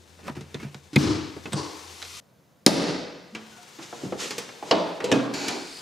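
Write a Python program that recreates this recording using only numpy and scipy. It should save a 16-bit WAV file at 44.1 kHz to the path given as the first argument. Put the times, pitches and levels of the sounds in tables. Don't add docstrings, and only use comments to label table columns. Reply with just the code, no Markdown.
import sys
import numpy as np
from scipy import signal
from scipy.fft import rfft, irfft, next_fast_len
from scipy.io import wavfile
from scipy.ndimage import uniform_filter1d

SR = 44100
rng = np.random.default_rng(int(sys.argv[2]) if len(sys.argv) > 2 else 0)


def master_out(mix):
    frames = np.transpose(np.atleast_2d(mix))
    ceiling = np.clip(frames, -1, 1)
    pcm = np.round(ceiling * 32767).astype(np.int16)
    wavfile.write(sys.argv[1], SR, pcm)


N = 256485
TIME = np.arange(N) / SR


def amp(db):
    return 10 ** (np.asarray(db) / 20)


def unit(x):
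    return x / np.sqrt(np.mean(x ** 2) + 1e-30)


def read(points, hz):
    f, value = np.transpose(points)
    return np.interp(np.log(hz + 1), np.log(f + 1), value)


def add(mix, s, sound):
    part = mix[:, max(round(s * SR), 0):][:, :sound.shape[-1]]
    part += sound[..., :part.shape[1]]


def low_cut(x, hz):
    return signal.sosfilt(signal.butter(2, hz, "highpass", fs=SR, output="sos"), x)


# (frequency [Hz], left-right likeness [0-1])
NEAR = [(100, 0.78), (500, 0.82), (1200, 0.75), (4000, 1), (12000, 0.86)]
FAR = [(100, 0.77), (300, 0.82), (1000, 0.57), (2000, 0.47), (4500, 1), (9000, 0.7), (14000, 0.15)]


def noise(colour, likeness, size, ripple_db=2.0, ripple_hz=45):
    hz = np.fft.rfftfreq(size, 1 / SR)
    mid, side = np.exp(2j * np.pi * rng.random((2, len(hz))))
    ripple = np.interp(hz / ripple_hz, np.arange(1000), rng.standard_normal(size=1000))
    ripple *= hz / (hz + 700)
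    same = np.clip(read(likeness, hz), -1, 1)
    mid = mid * np.sqrt(1 + same)
    side = side * np.sqrt(1 - same)
    gain = amp(read(colour, hz) + ripple_db * ripple)
    return unit(irfft(np.array([mid + side, mid - side]) * gain, size))


# (frequency [Hz], left minus right [dB])
LEAN = [(60, -5.5), (110, -2), (200, 6), (380, 3.5), (700, 11), (1290, 6), (2380, 4.5), (4400, 2),
        (8120, 2), (15000, -4.5)]


def lean(x, share):
    size = next_fast_len(x.shape[1])
    tilt = share * read(LEAN, np.fft.rfftfreq(size, 1 / SR))
    gains = amp([tilt / 2, -tilt / 2])
    return irfft(rfft(x, size) * gains / gains.mean(0), size)[:, :x.shape[1]]


def rub(gain, colour, grain_db, grain_s, likeness=FAR):
    slips = unit(uniform_filter1d(rng.standard_normal(N), max(int(grain_s * SR), 1)))
    grainy = noise(colour, likeness, next_fast_len(N))[:, :N] * amp(grain_db * slips)
    return gain * unit(grainy)


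OUTSIDE_S = 2.2


def in_cab():
    return uniform_filter1d((TIME < OUTSIDE_S) * 1., size=200)


STROKE_RANGE_DB = 30


def strokes(rows):
    power = np.zeros(N)
    for s, db, swell_s, hold_s, fade_s in rows:
        before = np.maximum((s - TIME) / swell_s, 0)
        after = np.maximum((TIME - s - hold_s) / fade_s, 0)
        level_db = db - STROKE_RANGE_DB * np.minimum(before + after, 10)
        power += amp(level_db) ** 2 * (in_cab() if s < OUTSIDE_S else 1)
    return np.sqrt(np.abs(power))


def burst(colour, likeness, t60, rise_s, size, hold_energy):
    t, hz = np.arange(size) / SR, np.fft.rfftfreq(size, 1 / SR)
    centres = np.geomspace(60, 15000, 12)
    z, out = rfft(noise(colour, likeness, size)), 0
    for centre, pick in zip(centres, np.eye(len(centres))):
        band = irfft(z * read(np.c_[centres, pick], hz), size)
        rise = 1 - np.exp(-(t / (rise_s + .5 / centre)) ** 2)
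        shaped = band * amp(-60 * t / read(t60, centre)) * rise
        out = out + (unit(shaped) * band.std() if hold_energy else shaped)
    return out


def crack(colour, t60, db, bass_slope, span_s):
    decay = [(hz, t60 * (hz / 3000) ** -bass_slope) for hz in np.geomspace(60, 15000, 9)]
    x = burst(colour, NEAR, decay, 0, size=12000, hold_energy=True)
    return amp(db) * unit(x) * np.sqrt(span_s * SR / x.shape[1])


def ring(modes):
    t = TIME[:SR * 2]
    return sum(amp(db - 60 * t / t60) * np.sin(2 * np.pi * hz * t) for hz, db, t60 in modes)


def echo(x, t60):
    tail = burst([(100, 0.0037), (15000, 0.0055)], FAR, t60, 0.0036, size=44100, hold_energy=False)
    return signal.fftconvolve(x, tail / np.linalg.norm(tail[0]), axes=1)[:, :N]


# (time of full strength [s], level [dB], swell [s], hold [s], fade [s])
HISS = [(1.8, -46, 1.4, 0, 1.3), (3.53, -51.5, 0.57, 1.15, 3), (5.81, -46, 1.1, 0, 1)]
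# (frequency [Hz], relative level [dB per Hz])
HISS_COLOUR = [(88, -44.5), (150, -31.5), (201, -11), (285, -27.5), (381, -4), (490, -4), (607, -18.5),
               (736, -6.5), (912, -6.5), (1510, -10), (2650, -10), (6730, -12.5), (15500, -27.5)]
HUM_COLOUR = [(30, -32), (65, -40), (85, 19), (105, -29.5), (350, -5), (900, -43), (3000, -70)]
AIR = [(530, -35), (900, 0), (2220, -5.5), (6500, -8.5), (8050, -13), (11200, -13.5), (15500, -12)]
RUMBLE = [(15, -53.5), (25, -33), (81, -9.5), (133, -2.5), (184, -3), (230, -7.5), (391, -13.5), (525, -8),
          (814, -17.5), (2000, -30.5), (2600, -41), (4400, -120)]
CAB_HISS_DB, HUM_DB, AIR_DB, RUMBLE_DB = -57, -56, -67, -60.5


def background():
    cab = in_cab()
    hiss_gain = np.hypot(amp(CAB_HISS_DB) * cab, strokes(HISS))
    hiss = lean(rub(hiss_gain, HISS_COLOUR, grain_db=1.35, grain_s=0.023), share=1.7)
    hum = rub(amp(HUM_DB) * cab, HUM_COLOUR, grain_db=1.5, grain_s=.05, likeness=NEAR)
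    air = amp(AIR_DB) * (1 - cab) * noise(AIR, FAR, next_fast_len(N))[:, :N]
    rumble = amp(RUMBLE_DB) * noise(RUMBLE, FAR, next_fast_len(N))[:, :N]
    return hiss + hum + air + rumble


# (time of full strength [s], level [dB], swell [s], hold [s], fade [s])
GRIP = [(.28, -38.5, 0.11, 0.012, 0.031), (.356, -43.5, 0.0099, 0.01, .1), (.54, -52.5, 0.64, .06, 0.27),
        (.602, -45, .02, 0.041, 0.18)]
# (frequency [Hz], relative level [dB per Hz])
GRIP_COLOUR = [(100, -19.5), (160, 4.5), (420, -1.5), (700, -14), (1400, -11.5), (2600, -10.5), (3400, -18),
               (5500, -18.5), (14000, -34.5)]


def grip():
    return rub(strokes(GRIP), GRIP_COLOUR, grain_db=2, grain_s=0.0022, likeness=NEAR)


# (frequency [Hz], relative level [dB per Hz])
CLICK_COLOUR = [(100, -11), (400, 2), (6500, 1), (14000, -9.5)]
# (multiple of the note [1], relative level [dB per Hz])
THUD = [(.1, -30), (.35, -2), (.9, -2.5), (2.2, -28), (8, -75)]
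CLICK_FALL_DB_PER_OCT = 11.5


def knock(click_db, edge_hz, t60, note_hz, note_db, thud_db):
    hz = np.geomspace(60, 16000, 25)
    dulling_db = CLICK_FALL_DB_PER_OCT * np.log2(1 + (hz / edge_hz) ** 4) / 4
    click_colour = np.c_[hz, read(CLICK_COLOUR, hz) - dulling_db]
    click = crack(click_colour, t60, click_db, bass_slope=0.59, span_s=0.004)
    thud_colour = np.array(THUD) * [note_hz, 1]
    thud = crack(thud_colour, t60, note_db + thud_db, bass_slope=0.3, span_s=0.0044)
    note = ring([(note_hz, note_db, t60)])[:click.shape[1]]
    return click + thud + note


# (time [s], click level [dB], click edge [Hz], t60 [s], note [Hz], note level [dB])
KNOCKS = [(0.191, -44.5, 800, .07, 474, -48), (0.28, -29, 1210, 0.044, 1245, -31.5),
          (0.297, -37, 1710, 0.029, 300, -33), (0.352, -44, 3000, .07, 400, -50),
          (0.368, -40, 1500, 0.11, 356, -31.5), (0.409, -41.5, 6000, 0.072, 432, -41),
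          (0.544, -32.5, 3900, 0.058, 422, -29.5), (0.599, -44, 2510, .08, 2190, -41.5),
          (0.629, -37, 2200, 0.083, 298, -35), (0.745, -37, 4400, 0.03, 1040, -44),
          (0.931, -35, 4970, 0.32, 299, -30.5), (1.021, -40, 1200, 0.13, 230, -19),
          (1.056, -36, 1200, 0.17, 305, -17), (1.366, -39, 800, 0.051, 404, -32),
          (1.456, -31.5, 2030, 0.064, 413, -28.5), (1.522, -32, 4000, 0.093, 199, -31),
          (2.019, -39.5, 6000, 0.023, 4000, -40), (2.026, -34.5, 6530, 0.043, 4030, -37),
          (2.05, -39.5, 6000, 0.03, 3260, -46), (3.349, -29.5, 3500, 0.13, 329, -36),
          (3.788, -35, 1390, 0.16, 329, -37.5), (3.927, -33.5, 900, 0.055, 708, -33.5),
          (4.035, -51, 600, 0.1, 337, -24.5), (4.048, -35, 600, 0.094, 318, -27.5),
          (4.123, -26.5, 880, 0.067, 517, -23.5), (4.307, -25.5, 6100, 0.1, 419, -33),
          (4.381, -24.5, 9500, 0.14, 477, -30.5), (4.489, -36.5, 2440, 0.065, 364, -40),
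          (4.626, -34.5, 1100, .06, 820, -29.5), (5.003, -27.5, 1970, 0.11, 1925, -35),
          (5.042, -25, 5950, 0.14, 486, -22.5), (5.338, -30.5, 7100, 0.087, 324, -31),
          (5.482, -21, 6350, .097, 306, -29.5)]
# (frequency [Hz], t60 [s])
GARAGE = [(80, 1), (250, 0.82), (700, 1.04), (2000, 1.135), (5000, 0.98), (8000, 0.71), (14000, 0.25)]
CAB_T60 = 0.236
CAB_THUD_DB, HOOD_THUD_DB = -1, -1.5
CAB_ECHO_DB, GARAGE_ECHO_DB = -10, -7.5


def knocks():
    cab, garage = np.zeros((2, 2, N))
    for s, *contact in KNOCKS:
        place, thud_db = (cab, CAB_THUD_DB) if s < OUTSIDE_S else (garage, HOOD_THUD_DB)
        add(place, s, knock(*contact, thud_db))
    cab_echo = amp(CAB_ECHO_DB) * echo(cab, [(1000, CAB_T60)])
    garage_echo = amp(GARAGE_ECHO_DB) * echo(garage, GARAGE)
    return low_cut(cab + garage + cab_echo + garage_echo, hz=100)


# (frequency [Hz], relative level [dB], t60 [s])
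PANEL = [(112.4, -38.5, .16), (144, -0.5, 0.23), (187.5, -6.5, .09), (203.5, -6, 0.099),
         (320, -19.5, 0.096)]
# (time [s], level [dB])
THUMPS = [(0.3, -32), (0.373, -33), (0.414, -36.5), (0.551, -29), (0.65, -27.5), (0.75, -35),
          (0.9622, -7.5), (1.541, -21)]


def panel():
    out = np.zeros((2, N))
    thump = low_cut(low_cut(ring(PANEL), hz=100), hz=95.2)
    for s, db in THUMPS:
        add(out, s, amp(db) * thump)
    return out


# (time [s], frequency [Hz], level [dB], t60 [s], swell [s])
CHIRPS = [(.544, 3570, -26.5, 0.019, 0.00073), (1.456, 2590, -28, 0.048, 0.0027),
          (3.324, 218.5, -36, 0.7, 0.011), (3.35, 2330, -35, 0.09, 0.00077),
          (3.351, 2750, -28, 0.033, 0.00079), (3.35, 447, -45, 0.35, 0.0027),
          (3.518, 1480, -46, 0.31, 0.014), (3.55, 1410, -52, 0.44, 0.021), (3.58, 718, -42, 0.21, 0.0091)]


def chirps():
    out, t = np.zeros((2, N)), TIME[:SR * 2]
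    for s, hz, db, t60, swell_s in CHIRPS:
        add(out, s, ring([(hz, db, t60)]) * (1 - np.exp(-t / swell_s)))
    return out


def rattle(size, depth_db, grain_s, fade_s):
    chatter = unit(uniform_filter1d(rng.standard_normal(size), max(int(grain_s * SR), 1)))
    depth = depth_db * np.exp(-TIME[:size] / fade_s)
    return amp(depth * chatter - depth ** 2 * np.log(10) / 20)


# (frequency [Hz], relative level [dB per Hz])
PULL_CRACK = [(70, -28.5), (130, -6.5), (180, 1.5), (260, 3), (420, -22), (900, -22), (1600, -29),
              (2200, -14), (2500, -15), (2900, -31.5), (3900, -18.5), (5200, -44), (9000, -41),
              (15000, -51)]
PULL_RING = [(40, -37.5), (65, -13), (90, 1), (150, -3.5), (220, -6), (310, 8.5), (400, -3.5), (600, -17.5),
             (1200, -15.5), (1700, -21.5), (3500, -22.5), (4800, -18.5), (10000, -32), (15000, -34.5)]
RETURN_CRACK = [(47, -40), (80, 4), (355, -9), (815, -14.5), (1570, -16.5), (2040, -35), (3380, -19.5),
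                (7120, -31), (8300, -13.5), (8870, -29), (15000, -48)]
RETURN_RING = [(41, -43), (70, -21), (150, -11), (241, -11), (301, 9), (632, -9.5), (1080, -1.5),
               (1210, -10.5), (1820, -17), (3640, -17), (4670, -9.5), (9790, -23.5), (15000, -53)]
POP_CRACK = [(60, -31.5), (110, -15), (210, 13.5), (350, 1.5), (510, 10), (900, -22.5), (1300, -28.5),
             (1700, -8), (2800, -10.5), (4800, 1), (6000, -8.5), (10400, -10), (12100, -30), (14700, -33.5),
             (16000, -47)]
POP_RING = [(30, -44), (50, -22.5), (100, -21), (170, -1.5), (230, -5), (285, 2), (380, -4), (570, -6.5),
            (1100, -19), (3300, -22), (4800, -18), (8000, -30.5), (10500, -30), (15000, -43)]
CATCH_CRACK = [(71, -43), (120, -20), (428, 2), (905, -9), (1040, -11), (1410, -14), (1950, -17),
               (2070, -23), (2200, -16.5), (3040, -9.5), (3500, -17), (4030, -13.5), (5350, -15.5),
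               (5690, -20.5), (15000, -64)]
CATCH_RING = [(59, -67), (100, -16), (140, -39), (172, -1), (217, -8.5), (337, 2), (375, -10), (416, -1.5),
              (502, -3.5), (633, 0), (718, -7.5), (867, -5.5), (1630, -21), (4540, -22), (15000, -61)]
LIFT_CRACK = [(76, -38), (130, -3), (266, 0.5), (522, -3), (793, -11), (948, -10), (1530, -19), (1690, -5),
              (2180, -29), (2610, -6), (4740, -30), (5450, -16.5), (7340, -23.5), (13900, -51),
              (15000, -72)]
LIFT_RING = [(35, -62), (60, -49), (120, -21), (195, -5.5), (289, 1.5), (372, -12.5), (526, -5.5),
             (577, -15), (633, -11.5), (835, -21.5), (1100, -18.5), (1960, -28.5), (2470, -26.5),
             (5680, -35), (15000, -55.5)]
# (frequency [Hz], relative level [dB], t60 [s])
LEVER = [(2156, -7, 0.043), (2480, -8, 0.0416), (3790, -1, 0.011), (6420, -24.5, 0.046)]
HOOD = [(123, -23, 0.51), (180.4, -11.5, 1.38), (277, -8, 0.85), (488, -13, 1.44), (767, -21.5, 1.36),
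        (960, -15, 0.78), (1230, -17.5, 1.2), (1490, -31, 0.58)]
CATCH = [(171.3, -6.5, 0.83), (305, -4, 0.11), (663, 4, 0.68), (710, -7, 0.2), (840, -12, 0.12),
         (910, 3.5, 0.23), (1134, 1, 0.26), (2100, -21, .3), (2960, -4, 0.31), (4020, -2, 0.11),
         (4650, -15, 0.064)]
STRIKER = [(126.2, -7.5, 0.63), (280.5, -3, 0.93), (516, 3.5, 0.14), (565, -10, 0.36), (645, -11, 0.67),
           (1166, -16, 0.85), (1620, -16, 0.52), (2250, -34, 0.27), (2506, -11, 0.25), (3660, -3, 0.052)]
# (time [s], crack level [dB], crack t60 at 3 kHz [s], ring level [dB], ring build-up [s],
# ring length [share of the garage's t60], lean of the ring [share], modes level [dB], modes,
# crack spectrum, ring spectrum)
BLOWS = [(0.9591, -30.5, 0.033, -52, .01, .4, 1.0, -18, LEVER, POP_CRACK, PULL_RING),
         (0.9621, -12.5, 0.038, -10, 0.038, 0.78, .8, -10.5, LEVER, PULL_CRACK, PULL_RING),
         (1.531, -26, 0.075, -25.5, 0.033, 0.83, .6, -31, LEVER, RETURN_CRACK, RETURN_RING),
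         (2.6634, -9.5, 0.019, -11.5, 0.0021, 1.0, .1, -17, HOOD, POP_CRACK, POP_RING),
         (4.711, -15, 0.067, -18, 0.0078, 0.86, -.1, -27.5, CATCH, CATCH_CRACK, CATCH_RING),
         (5.116, -18, 0.076, -23.5, .01, 0.89, -.2, -31.5, STRIKER, LIFT_CRACK, LIFT_RING),
         (5.124, -21, 0.034, -18, 0.0067, 0.69, -.3, -20, STRIKER, LIFT_CRACK, LIFT_RING)]


def blows():
    contact, tails = np.zeros((2, 2, N))
    for s, crack_db, t60, ring_db, rise_s, length, side, modes_db, modes, crack_colour, ring_colour in BLOWS:
        add(contact, s, crack(crack_colour, t60, crack_db, bass_slope=0.49, span_s=0.019))
        add(contact, s, amp(modes_db) * ring(modes))
        decay = np.array(GARAGE) * [1, length]
        tail = burst(ring_colour, FAR, decay, rise_s, size=57600, hold_energy=False)
        tail = tail * rattle(size=57600, depth_db=1.0, grain_s=.01, fade_s=0.64)
        add(tails, s, amp(ring_db) * lean(tail, side))
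    return low_cut(contact, hz=122.0) + tails


# (time of full strength [s], level [dB], swell [s], hold [s], fade [s])
ARM_BACK = [(2.17, -41.5, 1.0, 0.0255, 0.086)]
# (frequency [Hz], relative level [dB per Hz])
ARM_COLOUR = [(410, -42.5), (700, -13), (787, -16.5), (1160, -0.5), (1730, -15), (2030, -3), (5430, -1),
              (13600, -16), (15500, -31.5)]


def arm_back():
    return lean(rub(strokes(ARM_BACK), ARM_COLOUR, grain_db=0.5, grain_s=0.0032), share=0.95)


# (time of full strength [s], level [dB], swell [s], hold [s], fade [s])
SLEEVE = [(3.83, -41.5, 0.04, 0, .12), (4.03, -46, 1, 0.02, 0.39), (4.203, -32, 0.048, 0.03, 0.3),
          (4.68, -44, .1, 0.036, .05)]
# (frequency [Hz], relative level [dB per Hz])
SLEEVE_COLOUR = [(120, -35), (200, -8.5), (358, -4), (414, -44), (479, -42.5), (702, -17.5), (1400, -4),
                 (1560, -11.5), (1910, -6.5), (6470, -8), (13400, -28.5), (15500, -44)]


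def sleeve():
    return rub(strokes(SLEEVE), SLEEVE_COLOUR, grain_db=0.0, grain_s=.002)


# (time of full strength [s], level [dB], swell [s], hold [s], fade [s])
FUMBLE = [(4.05, -42, 0.24, 0, .16), (4.24, -39.5, 0.12, 0, 0.22), (4.4, -52, .3, 0.027, 0.49),
          (4.66, -42.5, 0.064, 0.039, 0.11), (5.105, -26, 0.19, 0.0022, .04)]
# (frequency [Hz], relative level [dB per Hz])
FUMBLE_COLOUR = [(59, -43), (100, -6), (475, 8), (803, -9), (967, 0.5), (1260, -40), (1910, -22),
                 (2160, -37), (2440, -14), (3650, -24), (4000, -11), (5200, -51), (8800, -120)]


def fumble():
    return rub(strokes(FUMBLE), FUMBLE_COLOUR, grain_db=0.5, grain_s=0.012)


# (time of full strength [s], level [dB], swell [s], hold [s], fade [s])
FLEX = [(5.39, -33.5, 0.42, 0.17, 0.31)]
# (frequency [Hz], relative level [dB per Hz])
FLEX_COLOUR = [(59, -50), (100, -27), (178, -9), (216, -14), (242, 0), (287, 2.5), (408, 0), (483, -8),
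               (777, -7), (851, -7), (1080, -13.5), (1340, -15), (1500, -13), (1950, -35), (3300, -120)]


def flex():
    return rub(strokes(FLEX), FLEX_COLOUR, grain_db=1.5, grain_s=0.026)


# (time of full strength [s], level [dB], swell [s], hold [s], fade [s])
HINGE = [(5.342, -34, 0.012, .16, 0.43)]
# (frequency [Hz], relative level [dB per Hz])
HINGE_COLOUR = [(410, -29.5), (700, -14), (873, 4), (1340, -30), (1450, 2.5), (1870, -6.5), (2370, 3.5),
                (3270, -6), (4470, 2.5), (5790, -6.5), (6850, -2), (8110, -15), (12100, -23.5),
                (14700, -27), (15500, -44)]


def hinge():
    return rub(strokes(HINGE), HINGE_COLOUR, grain_db=0.5, grain_s=0.0045)


# (time of full strength [s], level [dB], swell [s], hold [s], fade [s])
HINGE_SPRING = [(5.75, -44.5, .8, .04, .6)]
# (frequency [Hz], relative level [dB per Hz])
HINGE_SPRING_COLOUR = [(2500, -17), (4000, -12), (4900, 0), (5800, -19), (9000, -14), (13000, -37)]


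def hinge_springs():
    return rub(strokes(HINGE_SPRING), HINGE_SPRING_COLOUR, grain_db=2.5, grain_s=0.0032)


def scene():
    mix = background() + grip() + knocks() + panel() + chirps() + blows()
    mix = mix + arm_back() + sleeve() + fumble()
    return mix + flex() + hinge() + hinge_springs()


def gain_control(x, threshold_db, share, attack_s, recover_db_per_s):
    power = signal.lfilter(np.ones(256) / 256, 1, (x ** 2).mean(0))
    over = np.maximum(10 * np.log10(power + 1e-12) - threshold_db, 0)
    held = np.maximum.accumulate(over + recover_db_per_s * TIME) - recover_db_per_s * TIME
    pole = np.exp(-1 / (attack_s * SR))
    cut_db = min(share, 1) * signal.lfilter([1 - pole], [1, -pole], held)
    return x * amp(-cut_db)


CUT_HZ = 15600


def record(dry):
    x = gain_control(dry, threshold_db=-15.5, share=1.0, attack_s=0.02, recover_db_per_s=53)
    x = x / (1 + x ** 4) ** .25
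    low_pass = signal.firwin(255, CUT_HZ, window=("kaiser", 9), fs=SR)
    return signal.oaconvolve(x, low_pass[None], "same", axes=1)


dry = scene()
out = record(dry)
master_out(out)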